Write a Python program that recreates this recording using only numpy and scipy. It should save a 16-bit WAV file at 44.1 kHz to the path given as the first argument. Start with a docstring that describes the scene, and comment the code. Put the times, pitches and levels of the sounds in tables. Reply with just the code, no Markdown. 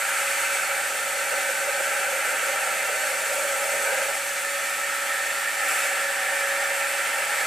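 """A mains air blower runs steadily, held to the valve of an inflatable boat on a concrete floor.
From the start its shaft sings over a faint hum, while turbulent air roars in housing and hose, booms in
the boat's tube and hisses at the nozzle; a hard surface nearby returns a short echo. After a second the
hose begins to sputter. Midway the nozzle settles deeper into the valve: the sputter stops, the valve
whistles and the hiss dulls. Near the end come a bright spurt of air and one last puff."""
import sys
import numpy as np
from scipy import signal
from scipy.fft import rfft, irfft
from scipy.io import wavfile
from scipy.ndimage import uniform_filter1d

SR = 44100
rng = np.random.default_rng(int(sys.argv[2]) if len(sys.argv) > 2 else 0)


def file_out(sig):
    """Save sig as 16-bit WAV at sys.argv[1]."""
    # one column per channel
    cols = np.atleast_2d(sig).T
    # limit, then scale
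    lim = np.clip(cols, -1, 1)
    pcm = np.round(lim * 32767).astype(np.int16)
    wavfile.write(sys.argv[1], SR, pcm)


N = 328986
TIME, HZ = np.arange(N) / SR, np.maximum(np.arange(N // 2 + 1) * SR / N, 1)


def from_db(db):
    """Amplitude ratio: tenfold for every 20 dB."""
    return 10 ** (np.asarray(db) / 20)

def in_time(points):
    """Linear interpolation of a curve at every sample."""
    return np.interp(TIME, *np.transpose(points))

def over_hz(points):
    """Linear interpolation on a log-frequency axis."""
    hz, value = np.transpose(points)
    return np.interp(np.log(HZ), np.log(hz), value)

def drift(rate_hz):
    """Random modulation: low-passed noise of rms 1."""
    slow = irfft(rfft(rng.standard_normal(N)) / (1 + (HZ / rate_hz) ** 2), N)
    return slow / np.sqrt(np.mean(slow ** 2) + 1e-20)

def swell(peak_s, length_s):
    """Hann window: a smooth rise to 1 and fall."""
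    return np.cos(np.pi * np.clip((TIME - peak_s) / length_s, -.5, .5)) ** 2

def resonances(modes):
    """Incoherent sum: independently driven modes add in power."""
    gains = (from_db(db) / (1 + ((HZ - hz) / width) ** 2) for hz, width, db in modes)
    return np.sqrt(sum(gain ** 2 for gain in gains))

# Sound arriving from all round: frequency_hz, side_minus_mid_db
DIFFUSE_FIELD = [(60, -5), (150, -8), (200, -5), (330, -9), (550, -15), (800, -16), (1150, -6),
                 (1550, -11.5), (2200, -10.5), (3400, -8), (4500, -17), (6300, -5.5), (8200, -9),
                 (11000, -2.5), (15000, -3)]
def turbulence(colour, blur_hz=220):
    """Shaped noise as (mid, side), mid rms 1; multipath arrival blurs the side's resonances."""
    blurred = np.sqrt(np.abs(uniform_filter1d(colour ** 2, max(1, int(blur_hz * N / SR)))))
    side_colour = blurred * from_db(over_hz(DIFFUSE_FIELD))
    noise = irfft(rfft(rng.standard_normal((2, N))) * [colour, side_colour], N)
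    return noise / np.std(noise[0])

def cavity(modes, level_db, flutter_db, flutter_hz):
    """Forced resonance: uneven turbulence drives a cavity's modes."""
    return from_db(level_db + flutter_db * drift(flutter_hz)) * turbulence(resonances(modes))

# Strength of the air flow: time_s, above_usual_db
AIR_FLOW = [(0, 0), (0.65, 1.4), (0.95, -2.2), (1.25, -0.8), (1.5, -1), (1.9, 0), (2.6, 0.5), (3.25, -1.5),
            (3.65, -0.5), (3.85, 0.5), (4.04, 0), (4.2, -3), (5.0, -2.5), (5.3, -1), (5.5, -2.5), (5.7, 3),
            (6.08, -1.7), (6.25, -0.3), (7.46, 0.7)]
def flow_db():
    """Continuity: one flow passes through housing, hose, nozzle and valve."""
    return in_time(AIR_FLOW)

# Background spectrum: frequency_hz, relative_density_db
RUMBLE_SPECTRUM = [(20, -28), (45, -8), (70, -0.5), (120, -9), (180, 1), (260, 3.5), (400, -10),
                   (1000, -19.5)]
def rumble(level_db):
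    """Ambient noise: a steady floor, strongest in the bass."""
    return from_db(level_db) * turbulence(from_db(over_hz(RUMBLE_SPECTRUM)), blur_hz=20)

# Shaft rotation: time_s, speed_hz
SHAFT_SPEED = [(0, 555), (.9, 556.5), (1.85, 557), (2.8, 557.2), (4.0, 559.6), (4.7, 560.3), (5.4, 558.8),
               (6.4, 556.5), (7.46, 557.5)]
# Strength of the shaft's note: time_s, relative_level_db
SHAFT_LEVEL = [(0, -40), (.55, -40), (1.0, -43.5), (1.35, -37), (2.4, -40.5), (2.95, -47), (3.4, -36.5),
               (3.8, -37.5), (4.2, -40), (4.7, -39.5), (5.45, -44.5), (6.2, -37.5), (6.7, -35),
               (7.05, -42.5), (7.46, -45.5)]
def motor(wobble_hz, waver_db, note_gain_db=0.5, whine_db=-53, whine_order=6):
    """Rotating imbalance: the shaft sings at its turning rate, the impeller at a harmonic."""
    speed_hz = in_time(SHAFT_SPEED) + wobble_hz * drift(7.8)  # trembles under the load
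    angle = 2 * np.pi * np.cumsum(speed_hz) / SR
    note = from_db(in_time(SHAFT_LEVEL) + note_gain_db + waver_db * drift(8.0)) * np.sin(angle)
    whine = from_db(whine_db + waver_db * drift(4.9)) * np.sin(whine_order * angle)
    return np.sqrt(2) * (note + whine)

# Machine tones: pitch_hz, rms_level_db
HUM_TONES = [(48.4, -74), (99, -80), (149, -74), (296.1, -64.5), (339.1, -67), (764.4, -56.5), (1148, -52),
             (1286, -49)]
def hum(wander, waver_db):
    """Superposition: faint tones of nearly fixed pitch, each wavering in level."""
    clock = TIME + wander * np.cumsum(drift(4.1)) / SR
    return np.sqrt(2) * sum(from_db(db + waver_db * drift(1.9)) * np.sin(2 * np.pi * hz * clock)
                            for hz, db in HUM_TONES)

# Modes of the blower's housing: centre_hz, half_width_hz, relative_level_db
HOUSING_RESONANCES = [(1199, 34, -9.5), (1298, 40, -3.5), (1354, 23, 1.5), (1396, 29, -3), (1627, 33, -1),
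                      (2046, 68, -6.5), (2225, 35, -10), (2314, 39, -10.5), (2283, 260, -7),
                      (2560, 59, -8.5), (2697, 5.7, -2.5), (2650, 150, -13), (2990, 190, -15)]
def housing_roar(level_db):
    """Cavity resonance: the housing roars in proportion to the flow."""
    return cavity(HOUSING_RESONANCES, level_db + flow_db(), flutter_db=0.5, flutter_hz=28)

# Modes of the hose: centre_hz, half_width_hz, relative_level_db
HOSE_RESONANCES = [(767, 24, 0), (816, 35, -3.5), (909, 61, -6)]
def hose_roar(level_db, tube_coupling=0.24):
    """Acoustic coupling: the hose follows the flow and shares the swing of the tube it opens into."""
    drive_db = level_db + flow_db() + tube_coupling * aim_db()
    return cavity(HOSE_RESONANCES, drive_db, flutter_db=1.0, flutter_hz=21)

# Modes of the boat's tube: centre_hz, half_width_hz, relative_level_db
TUBE_RESONANCES = [(208, 72, -28.5), (448, 28.3, -9.5), (543, 34, -0.5), (570, 21, -5), (627, 31, -1)]
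# Boom inside the tube as the nozzle's aim changes: time_s, level_db
BOOM_LEVEL = [(0, -38), (1.1, -34), (1.8, -31.5), (3.6, -30.5), (3.9, -26.5), (4.08, -30), (4.2, -38.5),
              (5.1, -40), (5.3, -37), (5.48, -40.5), (5.7, -35), (7.0, -36), (7.2, -33.5), (7.46, -31)]
def tube_boom(wall_loss_db):
    """Transmission loss: the tube's air resonates and is heard through its wall."""
    return cavity(TUBE_RESONANCES, in_time(BOOM_LEVEL) - wall_loss_db, flutter_db=0.6, flutter_hz=22)

def aim_db():
    """Varying excitation: the nozzle's aim swings the boom about its mean level."""
    boom_db = in_time(BOOM_LEVEL)
    return boom_db - boom_db.mean()

# Modes of the gap between nozzle and valve: centre_hz, half_width_hz, relative_level_db
GAP_RESONANCES = [(1522, 49, -2), (1595, 16, -3.5)]
# Strength of their ring: time_s, level_db
GAP_LEVEL = [(0, -33.5), (1.1, -37), (1.3, -35), (1.9, -32.5), (2.4, -35), (3.68, -37.5), (3.86, -30),
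             (4.04, -37), (4.2, -40), (5.5, -42), (5.8, -35), (6.05, -36), (7.46, -39)]
def gap_ring():
    """Slit resonance: the gap rings louder and softer as the hands shift."""
    return cavity(GAP_RESONANCES, in_time(GAP_LEVEL), flutter_db=0.86, flutter_hz=12)

# Modes of the valve: centre_hz, half_width_hz, relative_level_db
VALVE_RESONANCES = [(1703, 21, 0.5), (1778, 28, 2.5), (1831, 29, 3), (1920, 76, -6.5)]
def valve_ring(level_db, flow_share=0.5, seated_gain_db=3):
    """Cavity resonance: the valve's ring grows with the flow and as the nozzle seats."""
    drive_db = level_db + flow_share * flow_db() + seated_gain_db * seating()
    return cavity(VALVE_RESONANCES, drive_db, flutter_db=0, flutter_hz=33)

# Relative spectrum of the jet: frequency_hz, loose_db, seated_db
JET_SPECTRUM = [(150, -29.5, -31), (403, -11, -11.5), (850, -14, -2), (1070, -12, -9), (1400, -3, -6),
                (3350, -4.5, -4), (4320, -6, -6.5), (5030, -8.5, -8), (6830, -4, -6), (7800, 0.5, 1),
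                (8280, -1.5, -2), (8520, -1.5, -4.5), (9230, -3, -2.5), (11100, -11, -12), (11700, -8, -9),
                (14000, -12, -11.2), (15100, -19.5, -20.5)]
# Its narrow whistles, on the same scale: centre_hz, half_width_hz, loose_db, seated_db
JET_PEAKS = [(4400, 60, -2.5, -6), (6205, 33, -0.5, -3), (6864, 17, -6, -6), (7420, 60, -10, 1),
             (7800, 60, -8, -5), (8025, 41, 3, -8), (8268, 30, -4, -1), (8410, 20, -6, -2),
             (9560, 24, -4, -10), (12170, 65, -9, -8)]
def jet_noise(seated):
    """Jet noise: broadband hiss and thin whistles add in power, for a loose or a seated nozzle."""
    bed = over_hz([(hz, db[seated]) for hz, *db in JET_SPECTRUM])
    whistles = resonances([(hz, width, db[seated]) for hz, width, *db in JET_PEAKS])
    return turbulence(np.hypot(from_db(bed), whistles))

# Spurts of air past the nozzle's rim: peak_s, length_s, hiss_gain_db, extra_treble_db
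RIM_SPURTS = [(.3, 1.1, 1.7, 0.2), (3.6, 1.1, -0.3, 1.3), (5.754, 0.47, 0.5, 3)]
def nozzle_hiss(level_db, flow_share=0.072, aim_share=0.063, flutter_db=0.4, treble_hz=5500):
    """Equal-power crossfade from loose jet to seated jet; seating dulls it, spurts brighten it."""
    depth = seating()
    hiss = np.sqrt(1 - depth) * jet_noise(seated=False) + np.sqrt(depth) * jet_noise(seated=True)
    treble = irfft(rfft(hiss) / (1 + (treble_hz / HZ) ** 8), N)
    hiss_db = level_db + flow_share * flow_db() + aim_share * aim_db() + 0.65 * depth
    treble_db = 0.84 - 1.46 * depth
    for peak_s, length_s, gain_db, extra_db in RIM_SPURTS:
        hiss_db += gain_db * swell(peak_s, length_s)
        treble_db += extra_db * swell(peak_s, length_s)
    return from_db(hiss_db + flutter_db * drift(15.0)) * (hiss + (from_db(treble_db) - 1) * treble)

def reflections(t60_s, level_db):
    """Reverberation: the frequency response of dense, exponentially decaying reflections."""
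    tail = rng.standard_normal(N) * from_db(-60 * np.minimum(TIME / t60_s, 4))
    return from_db(level_db) * rfft(tail / np.linalg.norm(tail))

# Echo from the hard surface: frequency_hz, amplitude_ratio
ECHO_STRENGTH = [(500, 0), (1400, 0.02), (2700, 0.41), (3600, 0.37), (4600, 0.03), (5400, 0.66),
                 (6300, 0.27), (8300, 0.56), (9600, 0.4), (11000, 0.3), (12800, 0.4), (14600, 0.3)]
def surroundings(sound, echo_s=0.007735, scatter_hz=3070):
    """Comb filtering: an echo interferes with the mid; small things scatter treble; a tail follows."""
    mid, side = sound
    echo = over_hz(ECHO_STRENGTH) * np.exp(-2j * np.pi * HZ * echo_s)
    scatter = reflections(t60_s=0.049, level_db=-8.5) / (1 + (scatter_hz / HZ) ** 2)
    tail = reflections(t60_s=0.39, level_db=-12)
    return np.array([irfft(rfft(mid) * (1 + echo + scatter + tail), N), side])

# Puffs of the sputtering hose: peak_s, level_db
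HOSE_PUFFS = [(1.334, -34), (1.498, -33), (1.69, -29), (1.806, -28), (2.134, -30), (2.335, -28),
              (2.435, -29), (2.834, -29.5), (2.901, -29), (3.156, -31), (3.323, -34), (3.388, -30),
              (3.435, -29), (3.746, -30), (3.933, -27), (4.096, -34), (7.195, -31)]
def sputter(length_s=0.041, centre_hz=560, half_width_hz=29, even_s=0.012):
    """Pulsed excitation: short, even gusts drive the tube's main resonance."""
    gust = turbulence(resonances([(centre_hz, half_width_hz, 0)]), blur_hz=40)
    running_rms = np.sqrt(uniform_filter1d(gust[0] ** 2, int(even_s * SR)) + 1e-3)
    return gust / running_rms * sum(from_db(db) * swell(peak_s, length_s) for peak_s, db in HOSE_PUFFS)

# Whistles at the valve's lip: peak_s, length_s, pitch_hz, glide_hz_per_s, level_db
LIP_TONES = [(3.96, .36, 1617, 219.5, -34), (4.95, 1, 1314, -29.5, -40), (5.05, 1.9, 1828, -1, -37.5),
             (6.1, 1.5, 1718, 1, -37), (6.36, .3, 1785, 0.5, -33), (6.6, 3.4, 1833, 0, -40.5)]
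def valve_whistles(wobble_hz, waver_db):
    """Edge tones: air catches the valve's lip and whistles, unsteady in pitch and level."""
    tones = 0
    for peak_s, length_s, hz, glide, db in LIP_TONES:
        pitch_hz = hz + glide * (TIME - peak_s) + wobble_hz * drift(14)
        envelope = from_db(db + waver_db * drift(8.2)) * swell(peak_s, length_s)
        tones += envelope * np.sin(2 * np.pi * np.cumsum(pitch_hz) / SR)
    return np.sqrt(2) * tones

def seating(start_s=4.04, length_s=1.34):
    """Linear ramp: the nozzle's depth in the valve, from 0 (loose) to 1 (seated)."""
    return np.clip((TIME - start_s) / length_s, 0, 1)

# Balance of the microphone pair: frequency_hz, left_minus_right_db
STEREO_BALANCE = [(150, 0.5), (500, -1), (900, -1.5), (1280, 1), (1750, -2.5), (2200, -1.5), (2600, 0.2),
                  (5000, -0.5), (7000, -1), (11000, -1.5), (15000, -1)]
def scene():
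    """Mid-side stereo: the sources add, and a level difference sets the blower slightly right."""
    background = rumble(level_db=-61)
    air = tube_boom(wall_loss_db=6) + sputter()
    air += hose_roar(level_db=-39) + housing_roar(level_db=-30.5)
    air += gap_ring() + valve_ring(level_db=-36.5) + nozzle_hiss(level_db=-33)
    mid, side = surroundings(air) + background
    mid += valve_whistles(wobble_hz=8.01, waver_db=3.5)
    mid += motor(wobble_hz=0.74, waver_db=1.4) + hum(wander=0.00056, waver_db=2.5)
    balance = from_db(over_hz(STEREO_BALANCE) / 2 * [[1], [-1]])
    return irfft(rfft([mid + side, mid - side]) * balance, N)

def record(dry):
    """Band limiting: the microphone loses the lowest bass, and the top is cut steeply."""
    high_pass = signal.butter(2, 40, "high", fs=SR, output="sos")
    low_pass = signal.ellip(12, .1, 90, 15200, fs=SR, output="sos")
    return signal.sosfilt(low_pass, signal.sosfilt(high_pass, dry))


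dry = scene()
out = record(dry)
file_out(out)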